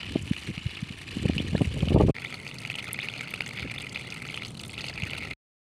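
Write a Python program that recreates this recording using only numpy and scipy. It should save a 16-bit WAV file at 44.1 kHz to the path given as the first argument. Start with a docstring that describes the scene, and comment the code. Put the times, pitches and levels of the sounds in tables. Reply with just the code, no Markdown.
"""Water pours from a plastic bucket into the muddy basins of two seedlings, one after the other. The stream
breaks into slugs that spatter on the mud and trap tiny, quickly damped bubbles, with plips, chirps and ticks on
top. The first pour lands on soil; then the scene changes and the second drums softly into a pool. Outdoor air
lies underneath, and during the first pour wind buffets the microphone harder and harder."""
import sys
import numpy as np
from scipy import signal
from scipy.fft import rfft, irfft
from scipy.io import wavfile
from scipy.ndimage import uniform_filter1d, map_coordinates

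SR = 44100
rng = np.random.default_rng(int(sys.argv[2]) if len(sys.argv) > 2 else 0)


def unload_audio(sound):
    """Save the sound as a 16-bit wav file, at the path given as the first command line argument."""
    columns = np.transpose(np.atleast_2d(sound))
    # keep every value between -1 and 1, then stretch to whole-number steps
    steps = np.round(np.clip(columns, -1, 1) * 32767)
    wavfile.write(sys.argv[1], SR, steps.astype(np.int16))


N = 252239
T = np.arange(N) / SR


def undb(db):
    """Decibels to gain."""
    return 10 ** (np.asarray(db) / 20)


def unit(x):
    """Scale to rms 1."""
    return x / np.sqrt(np.mean(x ** 2) + 1e-18)


def curve(rows):
    """An automation lane: (time, value) points joined by straight lines."""
    return np.interp(T, *np.transpose(rows))


def swell(middle_s, half_s):
    """A smooth rise and fall around one moment, 1 at its top."""
    return np.exp(-((T - middle_s) / half_s) ** 2)


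def flicker(seconds):
    """A random wobble of rms 1 that changes over about this time."""
    width = int(seconds * SR)
    return unit(uniform_filter1d(uniform_filter1d(rng.standard_normal(N), width), width))


def gate(start_s, end_s, fade_s=0.0042):
    """Open between two times, with quick fades."""
    return np.clip(np.minimum(T - start_s, end_s - T) / fade_s, 0, 1)


def add(out, start_s, sound):
    """Mix a short sound into a track."""
    i = min(max(int(start_s * SR), 0), N - 1)
    out[i:i + len(sound)] += sound[:N - i]


def colour(x, points, size=4096):
    """EQ through (Hz, dB) points, minimum phase so that attacks stay sharp; comes out at rms 1."""
    hz, db = np.transpose(points)
    bin_hz = np.maximum(np.fft.rfftfreq(size, 1 / SR), 1)
    gain = undb(np.interp(np.log(bin_hz), np.log(hz), db))
    cepstrum = irfft(np.log(gain))
    cepstrum[1:size // 2] *= 2
    cepstrum[size // 2 + 1:] = 0
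    impulse = irfft(np.exp(rfft(cepstrum)))
    return unit(signal.fftconvolve(x, impulse)[:N])


def smear(x, seconds):
    """Give every impulse an exponential tail."""
    return signal.lfilter([1], [1, -np.exp(-1 / (seconds * SR))], x)


def steady(x, seconds=0.14):
    """Keep the fine grain of x but hold its slow level at 1."""
    width = int(seconds * SR)
    power = uniform_filter1d(uniform_filter1d(x ** 2, width), width)
    return x / np.sqrt(power + 1e-9)


# Tone of the outdoor bed: freq_hz, gain_db
AIR_EQ = [(30, -19), (100, -6.5), (330, 12), (500, -6), (1200, 0), (3000, -14.5), (9000, -13),
          (15000, -52.5)]
def outdoor_air():
    """A faint, even bed of dark noise."""
    return undb(-56) * colour(rng.standard_normal(N), AIR_EQ)


# Wind ride, a light breeze and then one growing gust: time_s, relative_db
WIND_RIDE = [(0, -46), (1.05, -44.5), (1.25, -30), (1.72, -31), (1.97, -22.5), (2.1, -18.5), (2.16, -65.5),
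             (5.32, -42.5)]
# Soft puffs on top of the ride: middle_s, half_length_s, relative_db
WIND_PUFFS = [(0.114, 0.06, -38), (0.234, 0.048, -35), (0.496, 0.019, -29.5), (3.644, 0.038, -33.5),
              (5.05, 0.031, -48)]
# Tone of wind pressure on the microphone: freq_hz, gain_db
RUMBLE_EQ = [(20, -40), (45, -2.5), (80, 9), (150, 0), (300, -6.5), (500, -16), (800, -46), (1500, -51),
             (5000, -120)]
def wind_rumble(gustiness_db=9, trim_db=-1):
    """Turbulence presses on the microphone: a rough, low rumble that follows the breeze."""
    puffs = sum(undb(db) * swell(middle_s, half_s) for middle_s, half_s, db in WIND_PUFFS)
    breeze = undb(curve(WIND_RIDE)) + puffs
    gusts = unit(uniform_filter1d(rng.standard_normal(N), SR // 80))
    turbulence = rng.standard_normal(N) * undb(gustiness_db * gusts)
    rumble = steady(colour(turbulence, RUMBLE_EQ), seconds=0.012)
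    return rumble * breeze * undb(trim_db)


# Thumps of the strongest eddies: middle_s, push_db, pitch_hz, core_db
# core_db is the level of the eddy's tight, higher-pitched core, before its 3.5 dB boost.
EDDY_HITS = [(0.16, -10, 270, -22), (0.314, -11.0, 190, -46), (0.579, -23.5, 159, -50),
             (0.664, -16.5, 107, -45), (0.83, -19.0, 158, -62), (0.908, -26.0, 171, -49),
             (1.171, -17.5, 210, -38), (1.228, -24, 168, -44), (1.258, -11.5, 148, -22.5),
             (1.299, -11, 212, -25), (1.367, -14.5, 157, -42), (1.404, -18, 227, -29),
             (1.533, -16.5, 141, -33), (1.552, -13, 177, -19.5), (1.612, -13, 212, -22),
             (1.619, -9.5, 180, -23), (1.657, -22.5, 172, -43), (1.675, -18, 96, -43),
             (1.765, -23.5, 120, -41), (1.773, -21, 115, -31.5), (1.832, -12.5, 136, -26),
             (1.846, -27, 115, -48), (1.877, -15.0, 164, -28), (1.908, -16, 235, -28),
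             (1.922, -18.5, 190, -24), (1.948, -8, 128, -20.5), (1.963, -10.5, 170, -16.5),
             (1.966, -13.5, 176, -17), (1.977, -12.5, 121, -20), (2.003, -10, 296, -17),
             (2.01, -13, 278, -8), (2.02, -17.5, 166, -18), (2.036, -12.5, 124, -23),
             (2.086, -17, 194, -20), (2.098, -14.0, 210, -17), (5.035, -22.0, 120, -58)]
# Tone of the fine swirls around an eddy: freq_hz, gain_db
SWIRL_EQ = [(100, -5), (380, 3), (650, 0.5), (1200, -12.5), (1800, -47.5), (5000, -110)]
def wind_eddies(swirl_gate, push_cycles=0.54, core_hz=440, core_cycles=0.64, fray_s=0.007):
    """Each eddy pushes and pulls the diaphragm; its tight core frays into fine swirls."""
    thumps, fray = np.zeros(N), np.zeros(N)
    age = T[:4096] - T[2048]  # zero at the middle of the eddy
    for middle_s, push_db, hz, core_db in EDDY_HITS:
        push = np.sin(2 * np.pi * hz * age) * np.exp(-(age * hz / push_cycles) ** 2)
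        core = np.cos(2 * np.pi * core_hz * age) * np.exp(-(age * core_hz / core_cycles) ** 2)
        add(thumps, middle_s + age[0], undb(push_db) * push + undb(core_db + 3.5) * core)
        add(fray, middle_s + age[0], undb(core_db - 11) * np.exp(-(age / fray_s) ** 2))
    swirls = fray * colour(rng.standard_normal(N), SWIRL_EQ)
    return thumps + swirls * swirl_gate


def reflected(x, echoes, sway=0.015):
    """Add close reflections whose delays drift a little as the hand sways."""
    drift = 1 + sway * flicker(0.38)
    return x + sum(gain * map_coordinates(x, [(T - delay_s * drift) * SR]) for delay_s, gain in echoes)


# Peaks and notches of the gap between pool and bucket wall: centre_hz, width_hz, gain_db
HOLLOW_BANDS = [(3120, 87, -8), (3920, 130, -3), (4440, 295, 2.5), (4610, 120, -5.5), (5690, 700, -6.5),
                (6370, 390, 7), (6750, 910, -5.5), (8830, 250, 4)]
def hollow(x):
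    """The gap beside the bucket adds a hollow colour that stays put while the water moves."""
    for hz, width_hz, db in HOLLOW_BANDS:
        band = signal.lfilter(*signal.iirpeak(hz, hz / width_hz, fs=SR), x)
        x = x + (undb(db) - 1) * band
    return x


def bubble(hz, cycles, rise):
    """A trapped bubble swells briefly, rings down over `cycles` and rises in pitch."""
    age_cycles = np.arange(int(cycles * SR / hz) + 2) * hz / SR
    attack = 1 - np.exp(-(age_cycles / 2.6) ** 2)
    envelope = attack * np.exp(-np.log(1000) * age_cycles / cycles)
    phase = 2 * np.pi * age_cycles * (1 + rise * age_cycles / cycles)
    return envelope / envelope.max() * np.sin(phase)


def snap(start_s=2.931, decay_s=0.0012):
    """One surface bubble bursts close by: a sharp, very bright snap."""
    out, age = np.zeros(N), T[:1024]
    top_band = signal.butter(6, (8400, 14000), "band", fs=SR, output="sos")
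    hiss = unit(signal.sosfilt(top_band, rng.standard_normal(len(age))))
    add(out, start_s, undb(-16) * bubble(hz=9400, cycles=21, rise=0.08))
    add(out, start_s, undb(-23) * hiss * np.exp(-age / decay_s))
    return out


# The sharpest ticks of flying drops: start_s, level_db, pitch_hz
TICK_HITS = [(0.223, -34, 7260), (2.478, -29.5, 4460), (2.585, -28, 4530), (2.757, -32.5, 7550),
             (3.137, -38, 6250), (3.21, -33.5, 7100), (3.306, -35, 11000), (3.34, -35.5, 9050),
             (3.462, -33, 6060), (3.477, -33, 7700), (3.785, -39, 8850), (3.819, -32, 7700),
             (3.894, -29.5, 4600), (4.103, -27, 5100), (4.142, -35, 8100), (4.2764, -38, 6550),
             (4.449, -29, 4340), (4.459, -34, 4400), (4.4826, -37, 6140), (4.594, -28.5, 4500),
             (4.613, -32.5, 8000), (4.66, -39, 9130), (4.68, -33, 8850), (4.809, -28, 4360),
             (4.816, -28.5, 4360), (4.866, -34, 4450), (4.885, -25.5, 4300), (4.897, -30, 4450),
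             (4.939, -36, 4600), (5.036, -33.5, 6240)]
def ticks(mist_gain=0.34, mist_decay_s=0.0035):
    """Flying drops burst with a short, very bright tick and a spit of spray around the same pitch."""
    rings, mist, age = np.zeros(N), np.zeros(N), T[:1024]
    for start_s, db, hz in TICK_HITS:
        add(rings, start_s, undb(db) * bubble(hz, cycles=17, rise=0.081))
        noise = rng.standard_normal(len(age))
        band = signal.iirpeak(hz, Q=1.6, fs=SR)
        spray = unit(signal.lfilter(*band, signal.lfilter(*band, noise)))
        add(mist, start_s, undb(db) * spray * np.exp(-age / mist_decay_s))
    return rings + mist_gain * mist


# Larger bubbles that sing upward: start_s, level_db, start_pitch_hz
CHIRP_HITS = [(0.754, -34.5, 3300), (0.773, -34, 2380), (1.386, -26, 2650), (1.398, -26, 3030),
              (1.552, -32.5, 1576), (1.568, -32, 3780), (1.579, -38, 1310), (1.645, -28, 2550),
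              (1.806, -30, 2850), (1.888, -36, 2950), (2.803, -33, 2680), (2.884, -37.5, 1180),
              (2.963, -31.5, 2340), (3.005, -28, 3320), (3.019, -30, 3520), (3.78, -25.5, 3280),
              (3.839, -31, 2250), (4.140, -41, 2130), (4.344, -26, 2880), (4.7423, -33, 3480),
              (4.937, -40, 4300), (5.007, -38.5, 3730), (5.128, -35, 2360)]
def chirps():
    """Bubbles that near the surface as they ring go up in pitch."""
    out = np.zeros(N)
    for start_s, db, hz in CHIRP_HITS:
        add(out, start_s, undb(db) * bubble(hz, cycles=50, rise=0.3))
    return out


# The loudest plips, where the stream traps a bubble: start_s, level_db, pitch_hz
PLIP_HITS = [(0.0313, -25, 2760), (0.3334, -27.5, 2060), (0.3651, -23, 2590), (0.579, -24, 2600),
             (0.7704, -26.5, 2560), (1.282, -27.5, 2280), (1.334, -27.5, 2170), (1.3808, -15.5, 2600),
             (1.5786, -25.5, 2210), (1.617, -28.5, 2730), (1.8055, -23, 2950), (1.8851, -21.5, 2800),
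             (2.165, -25.5, 2000), (2.184, -25, 2200), (2.2477, -25.5, 2200), (2.3253, -24.5, 2110),
             (2.466, -23, 2390), (2.513, -27, 2620), (2.6505, -20, 2290), (2.7006, -17, 2480),
             (2.741, -24.5, 2740), (2.754, -20, 2740), (2.786, -21, 2780), (2.826, -31, 2250),
             (2.8424, -26.5, 2100), (2.909, -30.5, 2080), (2.945, -25.5, 2170), (2.9894, -19, 2140),
             (3.028, -24.5, 2520), (3.0308, -23, 2620), (3.045, -28.5, 2250), (3.086, -17, 2540),
             (3.138, -26, 2700), (3.1623, -30, 2500), (3.2088, -21, 2150), (3.274, -28, 2540),
             (3.291, -29, 2450), (3.3386, -16.5, 2380), (3.4068, -14, 2270), (3.463, -28, 2040),
             (3.561, -30.5, 2440), (3.587, -23, 2180), (3.597, -25, 2270), (3.675, -29, 2330),
             (3.6983, -26.5, 2410), (3.709, -30.5, 2090), (3.7613, -26, 2550), (3.784, -26, 2240),
             (3.946, -26.5, 3340), (3.9594, -18.5, 2340), (3.974, -25, 2290), (4.103, -31.5, 3440),
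             (4.2198, -26, 2100), (4.2513, -28.5, 2170), (4.288, -26, 2670), (4.3427, -21.5, 2820),
             (4.375, -20, 2600), (4.4212, -23, 2200), (4.449, -28, 2810), (4.598, -27.5, 2770),
             (4.695, -29.5, 2440), (4.7789, -21, 2670), (4.807, -24.5, 2430), (4.8421, -21.5, 2670),
             (4.865, -29.5, 2850), (4.8825, -25, 2700), (4.896, -30, 2370), (4.9769, -21, 2430),
             (5.0216, -21, 2520), (5.035, -20.5, 2520), (5.0973, -24.5, 2850), (5.1334, -20.5, 2410),
             (5.166, -28.5, 2600), (5.225, -24.5, 2215), (5.309, -27, 2500)]
def plips(slap_s=0.001286, slap_gain=0.2, spit_gain=0.014, after_db=-11.5):
    """Large drops slap, spit and ring one bubble; as the crater closes a second one sings on, rising."""
    rings, slaps, age = np.zeros(N), np.zeros(N), T[:1024]
    slap_envelope = age / slap_s * np.exp(1 - age / slap_s)
    for start_s, db, hz in PLIP_HITS:
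        noise = rng.standard_normal(len(age))
        after_hz = hz * np.exp(0.19 * noise[0])
        after_s = start_s + 0.0094 * np.exp(0.3 * noise[1])
        add(slaps, start_s - slap_s, undb(db) * noise * slap_envelope)
        add(rings, start_s, undb(db) * bubble(hz, cycles=11, rise=0.06))
        add(rings, after_s, undb(db + after_db) * bubble(after_hz, cycles=26, rise=0.34))
    splash = slap_gain * colour(slaps, POOL_EQ) + spit_gain * colour(slaps, SPRAY_EQ)
    return rings + np.std(slaps) * splash


def pulses(per_s, spread_db, max_size):
    """Randomly timed triggers, most of them small and a few strong."""
    fires = rng.random(N) < per_s / SR
    size = np.minimum(rng.exponential(size=N), max_size)
    return fires * undb(spread_db * size)


def slugs(per_s, spread_db, life_s, floor, gap_db=-5, gap_s=0.0126):
    """Envelope of a stream that arrives in uneven lumps and thins just before each large drop."""
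    arrivals = pulses(per_s, spread_db, max_size=2.3)
    lumps = unit(smear(smear(arrivals, life_s), life_s / 2))
    gaps = np.zeros(N)
    for plip_s, _, _ in PLIP_HITS:
        add(gaps, plip_s - gap_s, np.hanning(int(gap_s * SR)))
    return (floor + lumps) * undb(gap_db * gaps)


def impacts(lumps, tail_s=0.0006, hiss_gain=1.1):
    """Droplets strike hardest where a lump lands: each a click and a tiny hiss."""
    hits = pulses(per_s=3400, spread_db=2.4, max_size=4) * lumps
    hiss = np.sqrt(smear(hits ** 2, tail_s)) * rng.standard_normal(N)
    clicks = hits * rng.choice([-1, 1], N)
    return steady(unit(clicks) + hiss_gain * unit(hiss))


def bubble_swarm(lumps, centre_hz, octaves, cycles, spread_db, count):
    """Tiny bubbles scattered around a pitch, damped fast by the mud and loudest inside a lump."""
    out, centre_hz = np.zeros(N), np.broadcast_to(centre_hz, N)
    births = rng.integers(0, N, count)
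    scatter = rng.standard_normal((count, 3)).clip(-2, 2)
    for i, (pitch, life, size) in zip(births, scatter):
        hz = min(centre_hz[i] * 2 ** (octaves * pitch), SR / 3)
        ring = bubble(hz, cycles * np.exp(0.35 * life), rise=0.09)
        add(out, i / SR, lumps[i] * undb(spread_db * size) * ring)
    return steady(out)


# Tone of the fine spray: freq_hz, gain_db
SPRAY_EQ = [(3000, -50.5), (5600, 7), (6400, 0), (7300, 2), (9100, 1.5), (10800, -2), (12500, -9.5),
            (15000, -23.5)]
def stream(lumps, swarm, splash_eq, splash_ride, spray_ride, splash_trim_db, wobble_db, spit_db):
    """Splash and spray follow the same lumps of water; the stream wobbles and the spray spits unevenly."""
    droplets = impacts(lumps)
    fizz = bubble_swarm(lumps, centre_hz=8600, octaves=0.27, cycles=48, spread_db=2.6, count=2400)
    splash = steady(colour(droplets + swarm, splash_eq), seconds=0.09)
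    thrown = (droplets + 0.5 * fizz) * lumps ** 0.4  # the hardest lumps throw the most spray
    spray = steady(colour(thrown, SPRAY_EQ), seconds=0.065)
    splash_db = curve(splash_ride) + splash_trim_db + wobble_db * flicker(seconds=0.024)
    spray_db = curve(spray_ride) + spit_db * flicker(seconds=0.025)
    return splash * undb(splash_db) + spray * undb(spray_db)


# Level rides of the splash on the soil and the spray above it: time_s, relative_db
SOIL_SPLASH_RIDE = [(0.02, -39), (0.27, -46.5), (0.37, -41.5), (0.58, -44.5), (0.72, -44.5), (0.9, -47),
                    (1.12, -42.5), (1.86, -43.5), (2.09, -47)]
SOIL_SPRAY_RIDE = [(0.05, -58.5), (0.38, -55.5), (0.52, -57.5), (0.9, -59.5), (1.0, -57.5), (1.4, -55),
                   (2.09, -58.5)]
# Tone of the splash on wet soil: freq_hz, gain_db
SOIL_EQ = [(300, -26.5), (800, -8), (1250, -10), (1500, -7.5), (2000, -6), (2800, -3.5), (3400, -9),
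           (4300, -7), (5200, -12), (6500, -36), (9000, -43), (15000, -71)]
# Early reflections off the bucket and the first basin's rim: delay_s, gain
SOIL_REFLECTIONS = [(0.00172, 0.2), (0.00235, 0.097)]
def soil_pour(drops):
    """The stream lands on the soil at the rim: a fine, soft splatter."""
    lumps = slugs(per_s=240, spread_db=2.7, life_s=0.002, floor=0.7)
    swarm = bubble_swarm(lumps + 0.6, centre_hz=2830, octaves=0.32, cycles=19, spread_db=1.8, count=4500)
    water = stream(lumps, 0.6 * swarm, SOIL_EQ, SOIL_SPLASH_RIDE, SOIL_SPRAY_RIDE,
                   splash_trim_db=-0.5, wobble_db=1.5, spit_db=1.5)
    return reflected(water + drops, SOIL_REFLECTIONS)


# Level rides of the splash in the pool and the spray above it: time_s, relative_db
POOL_SPLASH_RIDE = [(2.16, -39), (2.56, -41), (3.0, -36.5), (3.35, -41.5), (3.53, -37.5), (3.65, -35),
                    (3.85, -39.5), (4.1, -39.5), (4.38, -39), (4.52, -46), (4.82, -38.5), (5.17, -36.5),
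                    (5.32, -36.5)]
POOL_SPRAY_RIDE = [(2.3, -59), (3.0, -59.5), (4.5, -58), (4.68, -55.5), (4.78, -57.5), (5.2, -59)]
# Tone of the splash in the pool and of the low drumming under it: freq_hz, gain_db
POOL_EQ = [(300, -0.5), (850, 3), (1080, -3.5), (1320, 7.5), (1600, -7.5), (2150, 7.5), (2700, 3.5),
           (3300, 1.5), (4600, 2), (5100, -4), (5650, -17), (6350, -14), (7200, -34), (15000, -28.5)]
DRUM_EQ = [(25, -6.5), (70, -10), (120, 4.5), (265, -4.5), (320, -12), (430, -10.5), (630, -19.5),
           (900, -20), (1400, -37.5), (5000, -100)]
# Early reflections off the bucket and the second basin's rim: delay_s, gain
POOL_REFLECTIONS = [(0.00145, 0.067), (0.002, 0.087)]
def pool_pour(drops):
    """The stream plunges into standing water: a wet, bubbly patter over a soft drumming."""
    # For a moment the stream runs thin: separate drops, and smaller, higher bubbles.
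    thin = swell(middle_s=4.62, half_s=0.24)
    full = slugs(per_s=180, spread_db=2.7, life_s=0.0018, floor=0.36)
    broken = slugs(per_s=120, spread_db=2.2, life_s=0.0013, floor=0.2)
    lumps = (1 - thin) * full + thin * broken
    bubble_hz = 2524 * 2 ** (0.524 * thin)
    churn = lumps + 0.7 * (1 - thin)
    swarm = bubble_swarm(churn, bubble_hz, octaves=0.39, cycles=25, spread_db=2.0, count=2700)
    drum = undb(-44) * colour(rng.standard_normal(N), DRUM_EQ)
    water = stream(lumps, 0.72 * swarm, POOL_EQ, POOL_SPLASH_RIDE, POOL_SPRAY_RIDE,
                   splash_trim_db=-3.5, wobble_db=1.9, spit_db=2.8)
    return reflected(hollow(drum + water + drops), POOL_REFLECTIONS)


# The two pours, soil then pool: start_s, end_s
POUR_CUES = [(0, 2.113), (2.144, 5.338)]
def scene():
    """Both pours in the open air with the wind on top, in mono."""
    soil_gate, pool_gate = (gate(*cue) for cue in POUR_CUES)
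    pouring = soil_gate + pool_gate
    air = outdoor_air()
    drops = plips() + chirps() + ticks()
    soil = (soil_pour(drops) + air) * soil_gate
    pool = (pool_pour(drops) + snap() + air) * pool_gate
    wind = wind_rumble() * pouring + wind_eddies(pouring)
    return (soil + pool + wind)[None]


def record(dry, bass_hz=52, top_hz=15500):
    """The microphone thins the deep bass, and the top is cut steeply."""
    low_cut = signal.butter(2, bass_hz, "high", fs=SR, output="sos")
    high_cut = signal.ellip(8, 0.2, 80, top_hz, fs=SR, output="sos")
    return signal.sosfilt(high_cut, signal.sosfilt(low_cut, dry))


dry = scene()
out = record(dry)
unload_audio(out)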